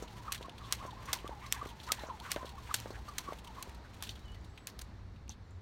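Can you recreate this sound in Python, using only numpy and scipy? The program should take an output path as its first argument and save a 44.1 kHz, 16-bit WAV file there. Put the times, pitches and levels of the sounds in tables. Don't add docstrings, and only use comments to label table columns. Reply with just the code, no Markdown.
import sys
import numpy as np
from scipy import signal
from scipy.fft import rfft, irfft, next_fast_len
from scipy.io import wavfile

SR = 44100
rng = np.random.default_rng(int(sys.argv[2]) if len(sys.argv) > 2 else 0)


def gain_from_decibels(decibels):
    exponent = np.asarray(decibels, float) / 20
    return 10 ** exponent


def inscribe(sig):
    pcm = np.round(np.clip(np.atleast_2d(sig).T, -1, 1) * 32767)
    wavfile.write(sys.argv[1], SR, pcm.astype(np.int16))


N = 247401
T = np.arange(N) / SR

# start in seconds, peak in dB, spread of the contact in ms,
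# splash in dB, air rush in dB.
SLAPS = [(0.3209, -18, 2.3, -25.5, -61), (0.7238, -12.5, 2, -30.5, -56), (1.1296, -12, 3.85, -31.5, -54.5),
         (1.5239, -11, 1.1, -36, -52.5), (1.9194, -11, 2.7, -34, -52), (2.3163, -14.5, 2.93, -29.5, -53),
         (2.7412, -14, 3.8, -30, -59), (3.1817, -19.5, 3.4, -30, -60.5), (3.626, -28, 3.5, -38, -63.5),
         (4.0241, -27, 0.97, -22, -64), (4.6702, -25.5, 3.3, -25.5, -81), (4.79, -30, 3.8, -28, -75.5),
         (4.8156, -30, 3.7, -37, -75)]
# middle in seconds, level in dB, # pitch
# in Hz, half length in ms, glide in Hz per ms.
SWELLS = [(0.049, -55, 970, 17, 1), (0.206, -52.5, 970, 16, -4.0), (0.268, -42, 1046, 8, 8),
          (0.283, -36.5, 1250, 7, 10.0), (0.296, -41, 1142, 8, -10), (0.31, -43, 1150, 6, -5),
          (0.425, -53, 990, 9.9, -5), (0.452, -54, 1102, 17, 1.0), (0.624, -53, 1160, 26, -9),
          (0.65, -51, 1110, 11.3, -14), (0.711, -50, 1058, 15.0, -12), (0.868, -53, 1081, 16.5, -4.0),
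          (0.892, -47, 996, 22.0, -3.5), (0.932, -48, 850, 11.0, -9.0), (0.974, -51, 1042, 23, 7),
          (0.999, -51, 1040, 9.1, -2.0), (1.09, -44.5, 1110, 25, 8.5), (1.164, -47.5, 990, 16.0, -14),
          (1.204, -55, 1010, 14.6, -1.0), (1.254, -50, 1149, 10.9, 2.0), (1.268, -42.5, 1170, 9.1, 3),
          (1.322, -47, 888, 22, -6), (1.406, -56, 891, 16.0, 3.0), (1.426, -53, 1014, 12.0, 7.0),
          (1.444, -49.5, 1193, 18.0, -4), (1.472, -56, 1080, 27.0, 4), (1.484, -51, 1100, 12.0, -8),
          (1.551, -48, 1118, 22, 7.0), (1.569, -47, 880, 22, -12), (1.592, -45.0, 1021, 14, 7),
          (1.621, -38.5, 1163, 10.7, 0), (1.691, -55, 1029, 12.0, -3.0)]
LATE_SWELLS = [(1.729, -52, 889, 17.0, -9), (1.906, -36, 1268, 16.0, -1), (1.99, -46.5, 900, 10.0, 32),
               (2.02, -53, 850, 23.0, 3), (2.07, -48, 1119, 11.0, -3), (2.108, -40, 990, 24, -9.5),
               (2.142, -52, 880, 17, 1), (2.221, -52.5, 962, 30.0, 9.0), (2.243, -50, 1141, 20, 7.0),
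               (2.263, -50, 1110, 16.7, -4), (2.282, -50, 1300, 18.0, 15.0),
               (2.296, -45.5, 1129, 16.0, -12), (2.344, -47, 1110, 12, 5), (2.408, -48.5, 1039, 23.0, -2),
               (2.425, -44, 1018, 15.0, -10), (2.48, -54, 1049, 12.0, 0.0), (2.728, -46, 1050, 7, -5),
               (2.584, -45.5, 1100, 10.0, -5.0), (2.694, -45, 950, 7, 20), (2.714, -36, 1220, 9.2, -21),
               (2.983, -54.5, 800, 16.4, 3), (3.096, -43.5, 1182, 16, -5), (3.204, -51, 1010, 24.2, 3),
               (3.285, -40, 1130, 18.2, 1.0), (3.309, -43, 1110, 11.8, 2.0), (3.452, -56, 945, 16.0, -9),
               (3.488, -53.5, 920, 32, -3.5), (3.507, -53, 860, 12.2, 9), (3.566, -50, 1150, 12, 17),
               (3.587, -42, 1079, 9.2, 18), (3.611, -48.5, 1027, 18.0, 4), (3.658, -55.5, 940, 32, 4.5),
               (.812, -47.5, 1120, 23, 12), (.841, -47, 1080, 12, -2), (1.878, -45, 980, 11.2, 14)]
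LULLS = [(.125, -58, 790.5, 24, -4), (.155, -56, 981, 24, 4), (.535, -55, 850, 20, 0),
         (1.375, -57, 821, 24, 0), (1.83, -58, 880.3, 21, 1), (2.2, -58, 720, 30.7, 0.5),
         (2.545, -54.5, 799, 33.5, -1.5), (3.39, -58, 860, 20, -4)]


def rms_one(x):
    return x / np.sqrt(np.mean(x ** 2) + 1e-20)


def in_time(rows):
    s, *columns = np.transpose(rows)
    return [np.interp(T, s, column) for column in columns]


def drift(rate):
    r = np.exp(-2 * np.pi * rate / SR)
    settle = 40000
    noise = rng.standard_normal(N + settle)
    return rms_one(signal.lfilter([1], [1, -2 * r, r * r], noise)[settle:])


def peak(x, hz, width_hz):
    r = np.exp(-np.pi * width_hz / SR)
    ring = [1, -2 * r * np.cos(2 * np.pi * hz / SR), r * r]
    return signal.lfilter([(1 - r * r) / 2, 0, (r * r - 1) / 2], ring, x)


def coloured(x, spectrum):
    hz, level_db = np.transpose(spectrum)
    size = next_fast_len(N)
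    bins = np.maximum(np.arange(size // 2 + 1) * SR / size, 1)
    gain = gain_from_decibels(np.interp(np.log(bins), np.log(hz), level_db))
    return rms_one(irfft(rfft(x, size) * gain, size)[:N])


def grains(count, share, spread_db):
    draw = rng.random((3, count))
    size = gain_from_decibels(-spread_db * np.log(1 - .99 * draw[1]))
    return (draw[0] < share) * size * np.sign(draw[2] - .5)


def add(out, s, x):
    i = int(s * SR)
    out[i:i + len(x)] += x[:N - i]


def wavering(hz, width_hz):
    turn = 2 * np.pi * np.cumsum(hz) / SR
    return drift(width_hz) * np.cos(turn) + drift(width_hz) * np.sin(turn)


def tent(rows):
    return np.max([db - np.where(T < s, rise, fall) * np.abs(T - s) for s, db, rise, fall in rows], axis=0)


def swing():
    rise_db_per_s, fall_db_per_s, lag_s = 85, 100, 0.023
    return tent([(row[0] + lag_s, row[-1], rise_db_per_s, fall_db_per_s) for row in SLAPS])


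def surge():
    # moment of top speed in seconds, level in dB, rise in seconds, fall in seconds.
    speeds = [(0.028, -52, 0.03, .11), (.175, -55, 0.055, .079), (.285, -40, 0.035, .048),
              (.458, -48, .05, .04), (.72, -49, .17, .05), (.84, -45, .053, 0.089),
              (1.04, -51.5, .13, .046), (1.11, -42.5, .041, .086), (1.271, -46, .04, .029),
              (1.318, -45, .011, 0.047), (1.441, -48, .019, .052), (1.629, -42.5, .07, .11),
              (1.897, -38, 0.02202, .045), (2.075, -42, .02, 0.095), (2.271, -48.5, .08, .06),
              (2.43, -47, .05, .12), (2.575, -48.5, .012, 0.034), (2.706, -42, .02, 0.04),
              (3.082, -44.5, .017, 0.061), (3.2, -53.5, 0.046, .035), (3.29, -41, 0.036, 0.063),
              (3.45, -52.5, .015, .12), (3.57, -47, .025, 0.094)]
    drop_db = 14
    return tent([(s, db, drop_db / rise, drop_db / fall) for s, db, rise, fall in speeds])


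def traffic():
    # time in seconds, rumble in dB, drone in dB.
    passing = [(0, -51, -57), (2.02, -51.5, -56), (2.33, -49.5, -68.5), (2.75, -51, -52),
               (3.03, -47.5, -55.5), (3.14, -50, -76), (3.69, -51.5, -65), (4.14, -49.5, -51),
               (4.47, -46, -52.5), (4.62, -59, -60.5), (4.83, -51, -54), (5.08, -48, -52),
               (5.61, -49.5, -53)]
    # pitch in Hz, level in dB per Hz.
    rumble_colour = [(15, -13.5), (25, -24), (42, -5.5), (59, 4), (112, -13), (145, -16), (220, -14.5),
                     (290, -36), (480, -120)]
    # time in seconds, level in dB.
    town = [(0, -56.5), (1.1, -56), (2.2, -57.5), (4.0, -58), (4.6, -61), (5.61, -61)]
    # pitch in Hz, level in dB per Hz.
    air_colour = [(71, -25.5), (120, -11.5), (557, -22.5), (930, -21.5), (1580, -27), (1790, -26.5),
                  (3050, -35.5), (3310, -35), (4060, -32), (4980, -34.5), (7500, -48), (16000, -61)]
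    # time in seconds, pitch in Hz.
    engine = [(0, 112.7), (2.2, 119.8), (3.6, 103.8), (5.61, 94.7)]
    rumble_db, drone_db = in_time(passing)
    rumble = gain_from_decibels(rumble_db - 1.6) * coloured(rng.standard_normal(N), rumble_colour)
    wash_db = in_time(town)[0] + 1.17 * drift(1.34)
    wash = gain_from_decibels(wash_db) * coloured(rng.standard_normal(N), air_colour)
    drone = gain_from_decibels(drone_db - 1.5) * wavering(in_time(engine)[0], 5.0)
    return rumble + wash + drone


def gusts():
    # time in seconds, level in dB.
    wind = [(0, -60.5), (5.61, -65.5)]
    air = peak(peak(rng.standard_normal(N), 240, 330), 240, 330)
    return gain_from_decibels(in_time(wind)[0] - 5.0 + 1.5 * drift(7.1)) * rms_one(air)


def rustle():
    # time in seconds, level in dB.
    motion = [(0, -51.5), (.35, -61.5), (.55, -76), (.68, -62.5), (1.25, -65), (1.38, -66), (1.48, -65),
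              (2.2, -63.5), (2.76, -56.5), (3.23, -61.5), (3.37, -57), (3.41, -76), (3.46, -55),
              (3.82, -69.5), (4.1, -58.5), (4.3, -65), (4.7, -72)]
    # pitch in Hz, level in dB per Hz.
    grain_colour = [(700, 0.5), (1500, 2.5), (3000, 1), (5000, -1), (8000, -8.5), (12000, -13.5),
                    (16000, -14.5)]
    follow, range_db = 0.38, 21
    level_db = in_time(motion)[0] - 9 * np.clip((T - 4.7) / .5, 0, 1)
    level_db = level_db + follow * np.clip(swing() + 60, -range_db, range_db)
    grain = coloured(grains(count=N, share=0.18, spread_db=-1.0), grain_colour)
    clumps = gain_from_decibels(1.8 * drift(50) + 2.64 * drift(31))
    bursts = signal.lfilter([1], [1, -.985], np.abs(grains(count=N, share=.008, spread_db=1.0)))
    drops = rms_one(peak(bursts * rng.standard_normal(N), 4100, 4900))
    return gain_from_decibels(level_db + 1.0) * (clumps * grain + gain_from_decibels(-17) * drops)


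def ticks(rows):
    out, t = np.zeros(N), T[:2500]
    for s, level_db, hz, bright_db, length_ms in rows:
        u = t * 1000 / max(length_ms, .3)
        clicks = grains(count=len(t), share=0.44, spread_db=1.0) * np.sqrt(u) * np.exp(-u)
        ring = rms_one(peak(peak(clicks, hz, 2100), hz, 2100))
        tick = ring + gain_from_decibels(bright_db) * rms_one(peak(clicks, 3570, 7300))
        add(out, s, gain_from_decibels(level_db + 3.5) * tick / np.abs(tick).max())
    return out


def handles_and_grit():
    # start in seconds, peak in dB, pitch in Hz, bright share in dB.
    skipping = [(0.377, -44, 3100, -4), (0.4266, -42.5, 3200, -8), (0.4946, -41.5, 3140, -10),
                (2.0667, -53.5, 5770, -13), (0.7859, -53, 3184, -12), (0.861, -50.5, 5600, 12),
                (0.9065, -46, 3460, -10), (1.1505, -39, 4900, -5), (1.186, -44, 3000, -9),
                (1.276, -41.5, 3360, 0), (0.022, -49, 6000, 0), (1.7, -49, 3100, -7),
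                (1.668, -49.5, 4000, 5), (1.6876, -47, 2960, 1), (.0766, -49, 3000, -19),
                (1.866, -47, 4710, -5.5), (1.8, -43, 3300, -13), (2.3612, -33.5, 3000, -22),
                (2.2, -40, 3600, -4), (2.4543, -45.5, 3800, -1), (2.4913, -45.5, 3340, -4),
                (2.7564, -33, 4330, 2), (2.7635, -33, 4800, 5), (3.385, -49.5, 3100, 0),
                (2.8013, -35.5, 5800, 7), (2.785, -42, 3100, -7), (2.7935, -41.5, 2600, -4),
                (2.669, -51.5, 1870, -13.5), (0.58, -48.5, 3380, -4.5), (0.41, -54, 2300, -1),
                (2.904, -47, 4200, -1), (1.993, -45, 3500, -9), (3.331, -44, 2570, -1),
                (2.0925, -55, 3065, -11)]
    # start in seconds, peak in dB, pitch in Hz, bright share in dB, length in ms.
    scuffs = [(1.055, -47, 5453, 7, 4.96), (1.463, -44, 4700, -2, 2.6), (1.831, -46.5, 4125, 0.5, 10),
              (3.084, -45.5, 4503, 1, 5.9), (3.444, -47, 3583, 4, 4.9),
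              (3.4728, -45.5, 3058, -6, 3.27), (3.694, -50.5, 2944, 3, 2.58),
              (3.7457, -51, 3550, 1, 4.4), (3.9418, -51, 3075, 0, 4.5), (4.036, -39.5, 3050, 6, 4.1),
              (4.068, -44, 3430, -3, 6.2), (4.0916, -32.5, 3500, -10, 2),
              (4.101, -44.5, 3770, -3, 7.8), (4.1528, -52, 3330, -4.5, 7),
              (4.1923, -54, 4300, 2, 2.5), (4.28, -55, 2900, -7, 2.5), (4.345, -52, 2950, -5, 2.9),
              (4.444, -54, 3960, 1, 5.2), (4.575, -45.5, 2570, -11, 3.8), (4.699, -49, 4480, -9, 1.6),
              (5.279, -53, 2500, -8, 1.5), (5.2933, -36.5, 5630, -13, 1.1),
              (4.005, -53, 3400, -10, 4.8), (4.255, -64, 6900, 0, 3.4), (4.317, -62, 7000, 2, 2.7),
              (4.41, -65, 6800, 1, 2.3), (5.16, -59, 2500, -17, 3.5), (5.301, -48.5, 3560, -6, 11.6),
              (5.5071, -64, 7000, -5, 2.5)]
    length_ms, ms_per_db = 2.3, 0.53
    usual = [(*row, length_ms - ms_per_db * (row[1] + 42)) for row in skipping]
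    return ticks(usual + scuffs)


def landings():
    # landing in seconds, peak in dB, pitch in Hz.
    soles = [(0.026, -36.5, 453), (0.411, -41.5, 518), (0.485, -42, 578), (.8275, -42, 740),
             (0.8528, -38, 523), (1.246, -38.5, 394), (1.2943, -38, 518), (1.6291, -41, 461.4),
             (1.6604, -39, 398.4), (1.921, -38.5, 560), (2.0373, -36.5, 565), (2.0883, -43, 565),
             (2.3635, -30.5, 554), (2.4313, -39.5, 590), (2.4479, -39.5, 490), (2.8596, -35.5, 535),
             (2.9066, -38, 482), (3.2884, -40, 339), (3.3247, -34.5, 552), (3.6754, -46, 362.6),
             (5.2961, -52, 800)]
    out, t = np.zeros(N), T[:2500]
    for s, level_db, hz in soles:
        push = t / 0.0008 * np.exp(-t / 0.00052)
        push = push + 0.11 * rng.standard_normal(len(t)) * np.exp(-t / 0.013)
        thud = peak(peak(push, hz, 460), hz, 460)
        thud = thud + gain_from_decibels(-12) * peak(push, 362, 180) - gain_from_decibels(-12.0) * peak(push, 3 * hz, 540)
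        add(out, s - 0.0015, gain_from_decibels(level_db + 4.5) * thud / np.abs(thud).max())
    return out


def whoosh():
    cruise_db, cruise_hz, hz_per_db = -61.5, 930.6, 11.5
    rush_under_db = 12.5
    surge_db = surge()
    whoosh_db = np.maximum(surge_db, cruise_db)
    band = gain_from_decibels(whoosh_db - 8) * wavering(cruise_hz + hz_per_db * (whoosh_db - cruise_db), 260)
    rush = rms_one(peak(rng.standard_normal(N), 2000, 1600))
    rush_level = gain_from_decibels(swing() - 4.5) + gain_from_decibels(surge_db - rush_under_db - 13)
    turning = np.clip((4.15 - T) / .1, 0, 1)
    return turning * (band + rush_level * gain_from_decibels(4.8 * drift(34)) * rush)


def singing():
    under_db, blur_hz = 8.0, 40.0
    s, _, hz = np.transpose(sorted(SWELLS + LATE_SWELLS + LULLS))[:3]
    level_db = np.clip(surge() - under_db, -66, -55)
    level_db = level_db - 30 * np.clip((T - 3.85) / 0.092, 0, 1)
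    return gain_from_decibels(level_db) * wavering(np.interp(T, s, hz), blur_hz)


def swells():
    roughness = 0.26
    out = np.zeros(N)
    for s, level_db, hz, length_ms, glide in SWELLS + LATE_SWELLS + LULLS:
        half = max(length_ms, 4) * 0.92 / 1000
        t = np.arange(-half, half, 1 / SR)
        rough = np.interp(t * 300 + 20, np.arange(40), rng.standard_normal(40))
        turn = 2 * np.pi * (rng.random() + hz * t + 500 * glide * t ** 2)
        shape = (1 + roughness * rough) * np.abs(np.cos(np.pi * t / half / 2)) ** 1.76
        add(out, max(s - half, 0), gain_from_decibels(level_db + 1.5) * shape * np.sin(turn))
    return out


def slaps():
    # pitch in Hz, width in Hz, level in dB.
    resonances = [(1230, 2430, 3), (3110, 1390, 6), (4470, 1700, 2.5), (6000, 1900, -2),
                  (10880, 6000, -10.5)]
    build_ms, bright_db, volley_db = 0.91, 1.5, -7
    out, t = np.zeros(N), T[:6000]
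    ms = t * 1000

    def colour(x):
        return sum((-1) ** k * gain_from_decibels(db + bright_db * (k - 2)) * peak(x, hz, width_hz)
                   for k, (hz, width_hz, db) in enumerate(resonances))

    for s, level_db, spread_ms, splash_db, _ in SLAPS:
        shape = np.exp(-np.abs(ms - build_ms) / np.where(ms < build_ms, .4, max(spread_ms, .3)))
        crack = colour(grains(count=len(t), share=.35, spread_db=5.0) * shape)
        splash = colour(grains(count=len(t), share=.3, spread_db=6.0) * np.exp(-t / 0.018))
        slap = gain_from_decibels(volley_db) * crack / np.abs(crack).max()
        slap = slap + gain_from_decibels(splash_db) * splash / splash[:900].std()
        add(out, s, gain_from_decibels(level_db + 1.0) * slap)
    return out


def contacts():
    # start in seconds, peak in dB, pitch in Hz.
    touches = [(0.3218, -19.5, 4800), (0.324, -21, 8800), (1.138, -27, 6500), (0.3261, -19, 5600),
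               (0.327, -21, 5100), (0.3472, -29, 3500), (0.7246, -10, 5560), (0.7274, -22, 5300),
               (0.727, -19, 4600), (0.732, -25, 4800), (1.1304, -15, 5950), (1.1313, -16.5, 3620),
               (1.133, -18, 5000), (1.1334, -25.4, 5200), (1.139, -25, 4700), (1.1423, -24, 5500),
               (1.5247, -8.5, 5800), (1.5259, -16, 5400), (1.527, -18, 4700), (1.9197, -11.5, 3800),
               (1.921, -21, 6500), (1.9217, -9.5, 6800), (1.9225, -24, 5100), (1.9236, -23, 3800),
               (2.3175, -12, 5000), (2.3193, -22, 4900), (2.333, -28, 4000),
               (2.742, -15, 6600), (2.743, -14, 5800), (2.744, -20.6, 5295), (2.745, -15, 5400),
            (2.7473, -16.5, 7600), (2.7541, -24, 4698), (3.1828, -20, 5300), (1.1632, -32, 3401),
            (3.185, -18, 5070), (3.186, -22, 4790), (3.187, -26, 3405), (3.192, -25, 3600),
            (3.6261, -25, 7800), (3.6273, -26, 7800), (3.6293, -29.5, 4890), (1.174, -37, 6500),
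            (4.025, -22.5, 8200), (4.0266, -28.1, 8500), (4.0376, -33, 4700), (4.6717, -23.2, 5850),
            (4.6738, -32, 5700), (2.3435, -33, 4000), (4.7927, -29, 4800), (4.815, -33, 6560),
            (4.8173, -33, 6060), (4.8196, -31, 6200)]
    rattle_ms = .25
    out, t = np.zeros(N), T[:400]
    for s, level_db, hz in touches:
        click = 0.59 * grains(count=len(t), share=.5, spread_db=2.5) * np.exp(-t * 1000 / rattle_ms)
        click[0] = 2 * np.sign(click.sum() + 1e-9)
        crack = rms_one(peak(click, hz, .9 * hz))
        crack = crack + gain_from_decibels(-8.0) * rms_one(peak(peak(click, 3400, 9000), 3400, 9000))
        crack = crack + gain_from_decibels(-14) * rms_one(peak(click, 1500, 900))
        add(out, s - .0001, gain_from_decibels(level_db - 1.0) * crack / np.abs(crack).max())
    return out


def steps(x):
    # delay in seconds, level in dB.
    echoes = [(.0065, -22), (0.02, -32), (0.025, -28.5), (0.03, -31.5)]
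    t = T[:4000]
    reply = sum(gain_from_decibels(db) * (t > lag) * np.exp(-np.maximum(t - lag, 0) / 0.0014) for lag, db in echoes)
    reply = reply * rng.standard_normal(len(t)) / np.sqrt(0.00025 * SR)
    return peak(signal.fftconvolve(x, reply)[:N], 4300, 7000)


def more_scuffs():
    # start in seconds, peak in dB, pitch in Hz, bright share in dB, length in ms.
    scrapes = [
        (.346, -37.5, 3498, 2, 7.3),
        (2.463, -48, 3300, -8, 8),
        (4.046, -45, 3800, 0, 8),
    ]
    return ticks(scrapes)


def whips():
    # middle in seconds, centre in Hz, level in dB, half length in seconds.
    bursts = [(0.354, 1900, -51, 0.026), (0.658, 3500, -57, 0.049), (1.095, 1643, -44.5, 0.026),
              (1.571, 1700, -51.5, .04), (1.89, 1550, -44.5, 0.009), (2, 1740, -52.5, 0.041),
              (2.262, 1500, -48, 0.031), (2.954, 1700, -52.5, .025), (3.856, 1497, -59, 0.023),
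              (2.703, 1503, -50, 0.013), (1.44, 2100, -55, 0.045), (4.019, 940, -60, 0.031),
              (2.98, 787, -56, 0.024)]
    width_share = 0.26
    out = np.zeros(N)
    for s, hz, level_db, half in bursts:
        u = np.linspace(0, 1, int(2 * half * SR))
        air = rms_one(peak(rng.standard_normal(6000), hz, width_share * hz))
        add(out, s - half, gain_from_decibels(level_db) * np.sin(np.pi * u) ** 1.2 * air[-len(u):])
    return out


def birds():
    # start in seconds, end in seconds, start pitch in Hz, end pitch in Hz, level in dB.
    calls = [(0.51, 0.6, 3900, 4210, -70.5), (1.497, 1.533, 5170, 5330, -62),
             (1.992, 2.054, 3970, 3980, -59), (4.33, 4.4, 2930, 2960, -68), (4.2, 4.232, 3600, 3780, -70),
             (4.225, 4.27, 3850, 3950, -69), (4.352, 4.39, 2050, 1950, -64), (4.385, 4.47, 4750, 4620, -77),
             (4.243, 4.344, 3250, 2930, -59), (4.465, 4.57, 7600, 7720, -78),
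             (4.575, 4.672, 8050, 7800, -76), (5.43, 5.59, 7400, 7220, -82)]
    out = np.zeros(N)
    for start, end, start_hz, end_hz, level_db in calls:
        u = np.linspace(0, 1, int((end - start) * SR))
        wander = rng.standard_normal((2, 30))
        waver, fade = (np.interp(u * (end - start) * 90, np.arange(30), row) for row in wander)
        hz = (end_hz + (start_hz - end_hz) * (1 - u) ** 5.6) * (1 + 0.012 * waver)
        tone = np.sin(2 * np.pi * np.cumsum(hz) / SR)
        add(out, start, gain_from_decibels(level_db + 3.6 * fade) * np.sin(np.pi * u) ** 0.35 * tone)
    return out


def scene():
    background = traffic() + gusts() + birds()
    small = handles_and_grit() + landings()
    cracks = slaps() + contacts()
    echoes = steps(cracks + gain_from_decibels(7.5) * small)
    rope_in_air = whoosh() + singing() + swells() + whips()
    return (background + rustle() + small + rope_in_air + cracks + echoes + more_scuffs())[None]


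def band_limit(x):
    return signal.sosfilt(signal.butter(12, 17020, fs=SR, output="sos"), x)


def record(dry):
    # pitch in Hz, width in Hz, share removed.
    dips = [(10370, 1260, 0.33), (4980, 630, 0.44), (2377, 216, 0.16)]
    for hz, width_hz, share in dips:
        dry = dry - np.clip(share, 0, 1) * peak(dry, hz, width_hz)
    mix = signal.sosfilt(signal.cheby2(12, 60, 16900, fs=SR, output="sos"), dry)
    return band_limit(mix)


dry = scene()
out = record(dry)
inscribe(out)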